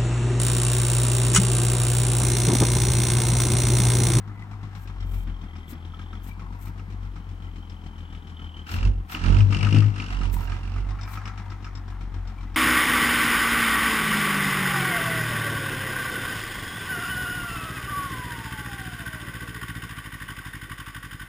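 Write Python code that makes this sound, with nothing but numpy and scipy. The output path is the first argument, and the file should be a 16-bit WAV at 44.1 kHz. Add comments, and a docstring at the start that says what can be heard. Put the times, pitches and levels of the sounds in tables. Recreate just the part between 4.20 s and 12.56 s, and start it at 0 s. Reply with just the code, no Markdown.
"""A diesel truck's exhaust booms and drones at a hunting idle while its block clatters and injections ping.
Sines and noise bursts locked to one six-cylinder crank make the engine; bursts of load harden its cracks.
Struck modes make steel knocks, clinks of a loose fitting and thumps of the cargo body.
Shaped noise makes the open-air hiss, the swish of dry leaves and the rumble as the exhaust swells."""
import sys
import numpy as np
from scipy import signal
from scipy.fft import rfft, irfft
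from scipy.io import wavfile
from scipy.ndimage import uniform_filter1d, map_coordinates

SR = 44100
rng = np.random.default_rng(int(sys.argv[2]) if len(sys.argv) > 2 else 0)


def generate_wav(sig):
    """Save sig (samples, or channels by samples) to the path in sys.argv[1] as 16-bit PCM at SR."""
    pcm = np.round(np.clip(np.atleast_2d(sig).T, -1, 1) * 32767).astype(np.int16)
    wavfile.write(sys.argv[1], SR, pcm)


N = 368676
T = np.arange(N) / SR  # seconds

# The cylinders' relative strengths in firing order.
# Each row: exhaust in dB, knock in dB, tick in dB.
CYLINDERS = [(1, -1, -5), (-4, -3, -9), (-3, -3, -9), (0, -1, -6), (2, 3.5, 4), (2, 3, 2.5)]


def undb(db):
    """Decibels to gain."""
    return 10 ** (np.asarray(db) / 20)


def curves(table):
    """Each column of a table as a line through time."""
    s, *columns = np.transpose(table)
    return [np.interp(T, s, column) for column in columns]


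def unit(x):
    """Scale to rms 1."""
    return x / np.sqrt(np.mean(x ** 2))


def pan(db):
    """Left and right gains, db apart, whose mean is 1."""
    gains = undb(np.array([db, -db]).reshape(2, -1) / 2)
    return gains / gains.mean(axis=0)


def colour(x, points):
    """Causal minimum-phase filter with the given (Hz, dB) outline; the result has rms 1."""
    hz, db = np.transpose(points)
    f = np.maximum(np.fft.rfftfreq(2 * N, 1 / SR), 1)
    skirts = np.minimum(f / hz[0], 1) ** 2 * np.minimum(hz[-1] / f, 1) ** 2
    outline = undb(np.interp(np.log(f), np.log(hz), db))
    # folding the cepstrum forward in time makes the filter causal
    cepstrum = irfft(np.log(skirts * outline))
    response = np.exp(rfft(2 * cepstrum[:N], 2 * N))
    return unit(irfft(rfft(x, 2 * N) * response)[..., :N])


def walk(rate):
    """Smooth random drift of rms 1, with rate new values a second."""
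    k = int(SR / rate)
    steps = np.repeat(rng.standard_normal(N // k + 1), k)
    return unit(uniform_filter1d(uniform_filter1d(steps, k), k)[:N])


def air(side):
    """Stereo noise; side is the weight of the part opposite in the two ears."""
    mid, other = rng.standard_normal((2, N))
    return mid + side * other * np.array([[1], [-1]])


def firings(crank, pattern_db, scatter_db, decay, rise=0.006):
    """Each firing swells and dies within shares of its period; every cylinder has its own strength."""
    index, phase = np.floor(crank).astype(int), crank % 1
    scatter = scatter_db * rng.standard_normal(index.max() + 1)[index]
    size = undb(pattern_db[index % len(pattern_db)] + scatter)
    return unit(size * (1 - np.exp(-phase / rise)) * np.exp(-phase / decay))


def swells(column):
    """Left and right gain of one part of the exhaust's bell-shaped swells, summed as power."""
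    # Surges of the exhaust and the air around it.
    # Each row: peak in seconds, time from the peak to 1/e in seconds, boom level in dB, drone level in dB,
    # pulse gain in dB, rumble level in dB, left minus right in dB.
    surges = [(0.937, 0.18, -28, -33, -53, -41, 5), (4.559, 0.056, -46, -32.5, -41, -31.5, 3),
              (4.667, 0.071, -22, -24.5, -38, -28, -4), (4.77, 0.041, -26.5, -45, -77, -51, -1),
              (5.134, 0.097, -20.5, -21, -26, -26, -14), (5.249, 0.077, -37, -15, -50, -60, 10.5),
              (5.39, 0.15, -37, -26.5, -31.5, -30.5, 6.5), (5.556, 0.16, -38.5, -15, -35, -48, 9.5),
              (5.572, 0.059, -40.5, -32, -22, -43, 2), (5.791, 0.16, -38, -31.5, -36.5, -47.5, 6),
              (6.08, 0.14, -24, -33, -38.5, -39, -18), (6.304, 0.16, -31, -37.5, -54, -37.5, -11),
              (6.617, 0.16, -28.5, -34, -45.5, -40, -8), (7.78, 0.81, -43, -49, -75, -49, 1)]
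    power = 0
    for row in surges:
        bell = np.exp(-((T - row[0]) / row[1]) ** 2)
        power = power + (undb(row[column]) * bell * pan(row[-1])) ** 2
    return np.sqrt(power)


def engine_cycle(crank):
    """Position in engine cycles: one cycle takes a firing of every cylinder."""
    return (crank - 5.1) / len(CYLINDERS)


def boom(crank, hz, lope=0.13, idle_lope=0.23, flutter_db=1.83):
    """A deep tone at the firing rate, picked out at idle by the pipe's resonance."""
    # the idle tone is 1 dB down one width away from the resonance
    level_db, resonance_hz, width_hz = -37, 45.6, 1.73
    cycle = engine_cycle(crank)
    idle = 0
    # neighbours one cycle rate away make the boom throb off resonance
    for k in (-1, 0, 1):
        off_hz = hz * (1 + k / len(CYLINDERS)) - resonance_hz
        gain = idle_lope ** abs(k) * undb(level_db - (off_hz / width_hz) ** 2)
        idle = idle + gain * unit(np.sin(2 * np.pi * (crank + k * cycle)))
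    loping = (1 + lope * np.cos(2 * np.pi * cycle)) * np.sin(2 * np.pi * crank)
    swelling = unit(loping) * swells(2)
    return (idle * pan(4.5) + swelling) * undb(flutter_db * walk(17))


def drone(crank, hz, lope=0.25, flutter_db=1.83):
    """A tone at twice the firing rate that lopes in level and phase once an engine cycle."""
    level_db, db_per_hz, reference_hz = -38.5, 0.41, 45.6  # the idle part grows with engine speed
    turn = 2 * np.pi * engine_cycle(crank)
    tone = (1 + lope * np.cos(turn)) * np.sin(4 * np.pi * crank + lope * np.sin(turn))
    idle_gain = undb(level_db + db_per_hz * (hz - reference_hz)) * pan(4.5)
    return unit(tone) * undb(flutter_db * walk(16)) * np.hypot(idle_gain, swells(3))


def exhaust_pulses(crank, idle_gain_db=-48.5, gas=0.44):
    """Sharp pipe pulses at idle give way to growling overtones in the swells; each firing puffs noise."""
    # Outline of the pipe. 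Each row: frequency in Hz, level in dB.
    pipe_outline = [(60, -4), (112, -5), (135, -1.5), (157, 5), (182, -1), (208, 2), (232, -5.5),
                    (300, -4.5), (400, -15), (560, -22.5), (900, -51)]
    # Exhaust overtones under load. Each row: frequency in Hz, level in dB.
    growl_outline = [(100, -13), (155, 5), (260, -2.5), (420, -10.5), (600, -18), (1000, -31.5)]
    surge = swells(4).mean(axis=0)
    pulse_gain = np.hypot(undb(idle_gain_db), surge)
    pattern_db = np.transpose(CYLINDERS)[0]
    loaded = np.clip((surge / pulse_gain) ** 4, 0, 1)
    idle = colour(firings(crank, pattern_db, scatter_db=2.5, decay=0.014), pipe_outline)
    # under load the cylinders fire more evenly, so the overtones stand clear
    pulling = -colour(firings(crank + .24, pattern_db / 2, scatter_db=3, decay=.04), growl_outline)
    puff_noise = air(side=0.067) * firings(crank, pattern_db, scatter_db=1.0, decay=0.72)
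    puffs = colour(puff_noise, pipe_outline) * (gas + 0.59 * (1 - loaded))
    pulses = np.sqrt(1 - loaded) * idle * 0.69 + np.sqrt(loaded) * pulling + puffs
    return pulses * pulse_gain * pan(4.3)


def exhaust(crank, hz):
    """The pipe sounds two loping deep tones together with the pressure pulse of each firing."""
    return boom(crank, hz) + drone(crank, hz) + exhaust_pulses(crank)


def load(column):
    """Left and right gain of one part of the bursts of load: attack, hold, release."""
    # The engine takes load in bursts.
    # Each row: start in seconds, length before release in seconds, relative clatter level in dB,
    # relative injection crack level in dB, left minus right in dB.
    efforts = [(4.453, 0.14, -1.5, -5.5, 0.5), (4.574, 0.084, -5.5, -8, -5), (4.877, 0.16, -1, -8, -1),
               (5, 0.18, 0.5, -5, -8.5), (5.294, 0.31, -2.5, -0.5, 6), (5.725, 0.33, -6, -9, -3),
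               (6.178, 0.2, -8.5, -15.5, -11.5), (6.424, 0.17, -13.5, -18, -21)]
    attack_s, release_s = 0.041, 0.043
    power = 0
    for row in efforts:
        s, length = row[:2]
        attack = np.clip((T - s) / attack_s, 0, 1)
        release = np.exp(-np.maximum(T - s - length, 0) / release_s)
        power = power + (attack * release * undb(row[column]) * pan(row[-1])) ** 2
    return np.sqrt(power)


def covers(drive, grain_db=6.5, seating_db=6.5):
    """Thin covers resonate to uneven grains of the block noise; each comes and goes on its seat."""
    # Resonances of the engine's covers. Each entry: frequency in Hz.
    cover_modes = [759, 958, 1077, 1322, 1594, 2010, 2330]
    tilt_db_per_octave, width_hz = -2, 41
    out = 0
    for hz in cover_modes:
        grains = drive * undb(grain_db * walk(260))
        ring = signal.lfilter(*signal.iirpeak(hz, hz / width_hz, fs=SR), grains)
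        tilt_db = tilt_db_per_octave * np.log2(hz / cover_modes[0])
        out = out + ring * undb(tilt_db + seating_db * walk(9))
    return unit(out)


def ping(crank, sustain=0.47, crack_hz=2780, crack_ring=0.73, upper_ring_hz=3350):
    """Every injection renews a thin, fluttering ring; load adds hard, ringing cracks."""
    # Injector ping at idle.
    # Each row: time in seconds, pitch in Hz, ring level in dB, upper ring level in dB.
    ping_course = [(.45, 3200, -77, -79), (.85, 3154, -61.5, -70), (1.95, 3107, -62.5, -60.5),
                   (2.35, 3180, -79, -93), (3.05, 3050, -64, -76), (3.65, 3107, -59.5, -77),
                   (3.92, 3026, -56.5, -60), (4.05, 3060, -63, -68), (4.22, 3066, -51.5, -60),
                   (4.47, 3080, -55, -87), (4.6, 3100, -73.5, -79)]
    # Ring of the hard injections under load. Each row: frequency in Hz, level in dB.
    rasp_outline = [(1100, -19.5), (1300, -7.5), (1700, -8.5), (2100, -33), (2450, -17), (2700, 7),
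                    (2950, -0.5), (3200, -13), (3700, -24), (4500, -6.5), (4850, -9), (5300, -10.5),
                    (6200, -18.5), (9000, -20), (11000, -53)]
    hz, db, upper_db = curves(ping_course)
    stroke = crank + .1
    pattern_db = np.transpose(CYLINDERS)[1]

    def ring(hz, breadth):
        """A tone roughened by phase wander (radians) and level flutter."""
        wander = breadth * walk(480) + 1.5 * walk(60)
        return unit(np.sin(2 * np.pi * np.cumsum(hz) / SR + wander) * undb(2 * walk(160)))

    strokes = unit(sustain + firings(stroke, pattern_db / 2, scatter_db=2.2, decay=.17, rise=.2))
    lower_ring = ring(hz, 0.8) * undb(db)
    upper_ring = ring(np.full(N, upper_ring_hz), 2.1) * undb(upper_db)
    idle = strokes * (lower_ring + upper_ring)
    injections = unit(.3 + firings(stroke, pattern_db / 3, scatter_db=2, decay=.11, rise=.3))
    rasp = colour(air(side=.6) * injections, rasp_outline)
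    cracks = rasp + crack_ring * injections * ring(np.full(N, crack_hz), 1.6)
    return idle + cracks * undb(-40) * load(3) * pan(-1.0)


def clatter(crank, knock_flutter_db=1.0, knock_wash=1.0, even_load=0.23):
    """Combustion rattles the block and knocks in the cylinders; pump and valves tick in a cyclic pattern."""
    # Outlines of the block, the knock and the ticks. Each row: frequency in Hz, level in dB.
    block_outline = [(300, -19), (560, -14.5), (760, 6), (1050, 3), (1300, 6.5), (1600, -3), (2100, -2.5),
                     (2700, -19), (4000, -24), (9000, -46)]
    knock_outline = [(700, -29), (1300, 17.5), (1750, 8), (2020, -3), (2450, 5), (2900, 0.5), (3700, -7),
                     (4400, -3), (4850, -19.5), (5200, -2.5), (7000, -19), (9200, -29), (10200, -36),
                     (15000, -87)]
    tick_outline = [(1300, 1), (2350, 8), (2900, 5), (3500, 3.5), (4200, 1.5), (4900, -4.5), (5120, 0),
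                    (5600, 0), (6300, -7), (7400, -7), (10000, -19), (15500, -43)]
    # Clatter between the bursts.
    # Each row: time in seconds, block gain in dB, tick gain in dB.
    idle_course = [(0, -49.5, -69.5), (.55, -49.5, -57.5), (1.1, -53.5, -63), (2.5, -52, -63.5),
                   (3.3, -55.5, -62.5), (4.45, -52, -62.5), (4.78, -57.5, -83), (5.2, -42, -48.5),
                   (6.5, -49, -60), (6.93, -43, -54.5), (7.5, -49.5, -61.5), (8.36, -51, -60)]
    # Bearing of the engine. Each row: time in seconds, lead of the left ear in ms.
    bearing = [(0, 0.11), (1.2, 0.23), (3.7, 0.25), (5.7, 0.353), (6.7, 0.02)]
    knock_over_tick_db, load_db, cover_db = -9.5, -42, -7
    _, knock_pattern, tick_pattern = np.transpose(CYLINDERS)
    block_db, tick_db = curves(idle_course)
    effort = load(2)

    def gain(idle_db):
        """Idle and load add as power."""
        return np.hypot(undb(idle_db) * pan(3), undb(load_db) * effort)

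    stroke = crank + .08
    # the harder the engine works, the more alike its cylinders tick
    contrast = np.interp(effort.mean(axis=0), [0, even_load], [1, .45])
    block_beat = firings(stroke, knock_pattern, scatter_db=2.6, decay=.6, rise=.1)
    knock_beat = firings(stroke, knock_pattern * .6, scatter_db=2.6, decay=.2, rise=.1)
    tick_beat = firings(stroke, tick_pattern, scatter_db=1.6, decay=.8, rise=.1)
    block_noise = air(side=.4) * (1 + block_beat)
    knock_noise = air(side=.6) * (knock_wash + knock_beat) * undb(knock_flutter_db * walk(170))
    tick_noise = air(side=.9) * (.17 + tick_beat) ** contrast
    block = 0.68 * colour(block_noise, block_outline) + undb(cover_db) * covers(block_noise)
    block = block * gain(block_db)
    knock = colour(knock_noise, knock_outline) * gain(tick_db + knock_over_tick_db)
    ticks = colour(tick_noise, tick_outline) * gain(tick_db) * pan(4)
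    left, right = block + knock + ticks + ping(crank)
    # delay the right ear
    lead_ms, = curves(bearing)
    return np.array([left, map_coordinates(right, [np.arange(N) - lead_ms * SR / 1000], order=3)])


def open_air():
    """Soft, slowly drifting hiss of the open field, as shaped noise."""
    # Outline of the hiss. Each row: frequency in Hz, level in dB.
    hiss_outline = [(200, -3.5), (600, -19.5), (800, -10), (1300, -16.5), (2500, -25), (4000, -31.5),
                    (7000, -38.5), (11000, -41), (15500, -43)]
    return colour(air(side=0.42), hiss_outline) * undb(-55.5 + 0.35 * walk(0.9)) * pan(5.9)


def rumble():
    """The air rumbles with each exhaust swell, as low noise."""
    outline = [(10, -35), (28, -25.0), (50, 3), (100, -2.0), (250, -18), (600, -27.0)]
    return colour(air(side=0.75), outline) * swells(5)


def dry_leaves():
    """Leaves brush in short bell-shaped swishes of crisp, grainy noise."""
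    # Swishes of leaves.
    # Each row: peak in seconds, level in dB, bell's standard deviation in seconds, left minus right in dB.
    swish_list = [(0.61, -58.5, 0.034, 8), (0.912, -60, 0.032, 22), (0.99, -61, 0.04, 24),
                  (1.508, -49, 0.015, 8), (2.07, -56, 0.03, 22), (2.443, -55.5, 0.036, 24),
                  (4.531, -49, 0.028, 14), (4.928, -49, 0.026, 17), (6.136, -47.5, 0.012, 4.5),
                  (6.19, -50.5, 0.038, -1), (6.925, -53, 0.032, 26)]
    # Outline of the leaves. Each row: frequency in Hz, level in dB.
    leaf_outline = [(2000, 14.5), (5000, 4.1), (8500, 11), (10500, 4.3), (11700, 2), (12400, 17),
                    (15500, 9)]
    brushing = 0
    for s, db, length, side_db in swish_list:
        bell = np.exp(-((T - s) / length) ** 2 / 2)
        brushing = brushing + undb(db) * bell * pan(side_db)
    grain = undb(2.3 * walk(500) + 2 * walk(70))
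    return colour(air(side=0.62) * grain, leaf_outline) * brushing


def mix_in(out, s, sound):
    """Mix a sound in at a time."""
    start = max(int(s * SR), 0)
    out[:, start:start + sound.shape[-1]] += sound[..., :N - start]


def strike(modes, extra_db, detune, spread):
    """One ring of a table of modes, a little different every time; spread (radians) sets the ears apart."""
    hz, db, t60 = np.transpose(modes)[:, :, None]
    t = T[:SR // 4]
    off, left, right = rng.standard_normal((3, len(modes), 1))
    rings = undb(db + extra_db - 60 * t / t60)
    turn = 2 * np.pi * hz * (1 + detune * off) * t + np.pi * rng.integers(0, 2, hz.shape)
    ears = [(rings * np.sin(turn + spread * ear)).sum(axis=0) for ear in (left, right)]
    return np.array(ears) / np.sqrt(np.sum(rings[:, 0] ** 2))


def contact(contact_s):
    """Onset of a blow: the softer the contact, the longer it takes."""
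    return 1 - np.exp(-(T[:SR // 4] / contact_s) ** 2)


def noise_burst(noise, s, decay):
    """A decaying quarter second of noise taken from time s."""
    t = T[:SR // 4]
    return np.roll(noise, -int(s * SR), axis=1)[:, :len(t)] * np.exp(-t / decay)


def metal_grit():
    """Noise of metal parts rattling on each other."""
    outline = [(700, 2.5), (1400, 14), (2450, 13), (3100, -14.5), (5500, 3), (9000, -20), (14000, -62)]
    return colour(air(side=0.77), outline)


def steel_knocks(rattle_decay=0.029, rattle_share=0.2):
    """Hard knocks ring the modes of the engine's steel and rattle it."""
    # Modes of the steel. Each row: frequency in Hz, level in dB, t60 in seconds.
    steel_modes = [(960, -8, .04), (1275, 1, .09), (1370, -3, .05), (1560, -6, .04), (2110, -13, .04),
                   (2380, -5, .04), (2560, -3, .016), (2710, 0, .016), (2870, 0, .017), (3020, -6, .018),
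                   (4540, -18, .02), (5200, -14, .025)]
    # The hardest knocks of the engine.
    # Each row: start in seconds, strength in dB before the trim, boost of the modes above 2 kHz in dB.
    knock_list = [(0.6722, -38, 6), (1.3533, -37, -1), (1.736, -37, -17), (1.7927, -36, -17),
                  (1.93, -33.5, -8), (2.1943, -35, -1), (2.468, -36, -2), (2.594, -36, 2), (2.962, -37, -8),
                  (3.9494, -37, 7), (4.1943, -37, 4), (4.584, -22, 16), (4.628, -24.5, 8),
                  (4.9485, -15, 14), (5.0392, -24, 3), (5.205, -18, 16), (5.3243, -20, 2), (5.346, -14, 16),
                  (5.367, -23, 16), (5.408, -15, 18), (5.428, -13, 16), (5.4466, -18, 12), (5.467, -23, -6),
                  (5.525, -17, 14), (5.544, -20, 12), (5.561, -19, 6), (5.621, -26, -10), (5.7578, -31, -3),
                  (5.799, -14.5, 15), (5.8234, -27, -6), (6.015, -28, -13), (6.319, -25.5, 0),
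                  (6.787, -32, -6), (6.876, -28, -6), (6.972, -24, -9), (7.0546, -25, 4), (7.075, -28, 4),
                  (7.1756, -28.5, -3), (7.3176, -31, -5), (7.4438, -30, 5), (7.465, -32, -10)]
    out, firm, grit = np.zeros((2, N)), contact(.0009), metal_grit()
    bright = np.array(steel_modes)[:, :1] > 2000
    for s, db, bright_db in knock_list:
        ring = strike(steel_modes, bright_db * bright, detune=.015, spread=.7)
        # the duller the knock, the more it rattles
        dullness = 1 / np.hypot(1, (undb(bright_db) / 2) ** 2)
        rattle = rattle_share * noise_burst(grit, s, rattle_decay) * dullness
        mix_in(out, s, firm * (ring + rattle) * undb(db - 3.5))
    return out


def fitting_clinks(rattle_decay=0.029, rattle_share=0.2):
    """A loose fitting clinks: each firm tap rings its high modes with a little rattle."""
    # Modes of the fitting. Each row: frequency in Hz, level in dB, t60 in seconds.
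    fitting_modes = [(3610, -1, 0.064), (4530, 0, 0.046), (5150, 2, 0.085), (5380, -1, 0.049),
                     (5760, -3, 0.06), (5600, -9, 0.077), (7500, -9, 0.066)]
    # Clinks. Each row: start in seconds, strength in dB before the trim.
    clink_list = [(0.805, -42), (1.362, -43), (1.53, -42), (3.497, -39), (6.705, -39), (6.811, -32.5),
                  (6.831, -30), (6.953, -42), (7.0543, -35), (7.075, -37), (7.178, -47), (7.3027, -39),
                  (7.445, -34), (7.5524, -32), (7.572, -37), (7.6794, -43), (8.073, -38), (8.344, -39)]
    out, firm, grit = np.zeros((2, N)), contact(.0009), metal_grit()
    for s, db in clink_list:
        ring = strike(fitting_modes, 0, detune=.015, spread=1.1)
        rattle = rattle_share * noise_burst(grit, s, rattle_decay)
        mix_in(out, s, firm * (ring + rattle) * undb(db - 8.0) * pan(7.1))
    return out


def body_thumps(thump_decay=0.044, board_noise=0.15):
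    """Soft blows ring the low modes of the cargo body, with a dull noise of its boards."""
    # Modes of the cargo body. Each row: frequency in Hz, level in dB, t60 in seconds.
    body_modes = [(163.6, -4, 0.28), (191, -7.5, 0.33), (214.6, -7, 0.33), (245.3, -0.5, 0.11),
                  (291.5, -6, 0.11), (347, -15.5, 0.058)]
    # Thumps. Each row: start in seconds, strength in dB before the trim, tilt of the ring in dB per octave.
    thump_list = [(1.065, -28.5, 4), (1.228, -35.5, 1), (1.52, -29.5, 11), (1.921, -37, 17),
                  (2.191, -33.5, -13), (2.478, -37, -25), (2.961, -34.5, -15), (4.941, -21.5, 18.5),
                  (5.423, -14.5, 18), (5.542, -18.5, 7)]
    outline = [(110, -22), (170, -7.5), (280, 7), (430, -12), (700, -7), (2000, -8.5), (9000, -43)]
    out, soft, boards = np.zeros((2, N)), contact(.005), colour(air(side=0.083), outline)
    octaves = np.log2(np.array(body_modes)[:, :1] / body_modes[0][0])
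    for s, db, tilt_db in thump_list:
        ring = strike(body_modes, tilt_db * octaves, detune=0.0089, spread=0.15)
        thud = board_noise * noise_burst(boards, s, thump_decay)
        mix_in(out, s, soft * (ring + thud) * undb(db - 1) * pan(2.9))
    return out


def scene():
    """One crankshaft drives the exhaust and the clatter; the field and the blows lie around them."""
    # Engine speed. Each row: time in seconds, firing rate in Hz.
    speed_course = [(0.0, 51.05), (0.45, 50.48), (0.84, 45.22), (1.45, 40.4), (2.54, 48.53), (3.64, 42.12),
                    (4.46, 39.86), (4.7, 48.32), (4.9, 40.01), (5.2, 50.29), (5.38, 48.65), (5.6, 52.9),
                    (5.92, 47.0), (6.33, 44.28), (6.72, 48.58), (7.05, 49.7), (7.68, 46.36), (8.36, 44.09)]
    hz, = curves(speed_course)
    crank = np.cumsum(hz) / SR + .15  # counted in firings
    engine = exhaust(crank, hz) + clatter(crank)
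    surroundings = open_air() + rumble() + dry_leaves()
    return engine + surroundings + steel_knocks() + fitting_clinks() + body_thumps()


def record(dry):
    """The deepest bass is cut away and nothing sounds above about 16 kHz."""
    bass_cut = signal.butter(3, 29, "high", fs=SR, output="sos")
    treble_cut = signal.ellip(8, .2, 70, 15800, fs=SR, output="sos")
    return signal.sosfilt(np.vstack([bass_cut, treble_cut]), dry)


dry = scene()
out = record(dry)
generate_wav(out)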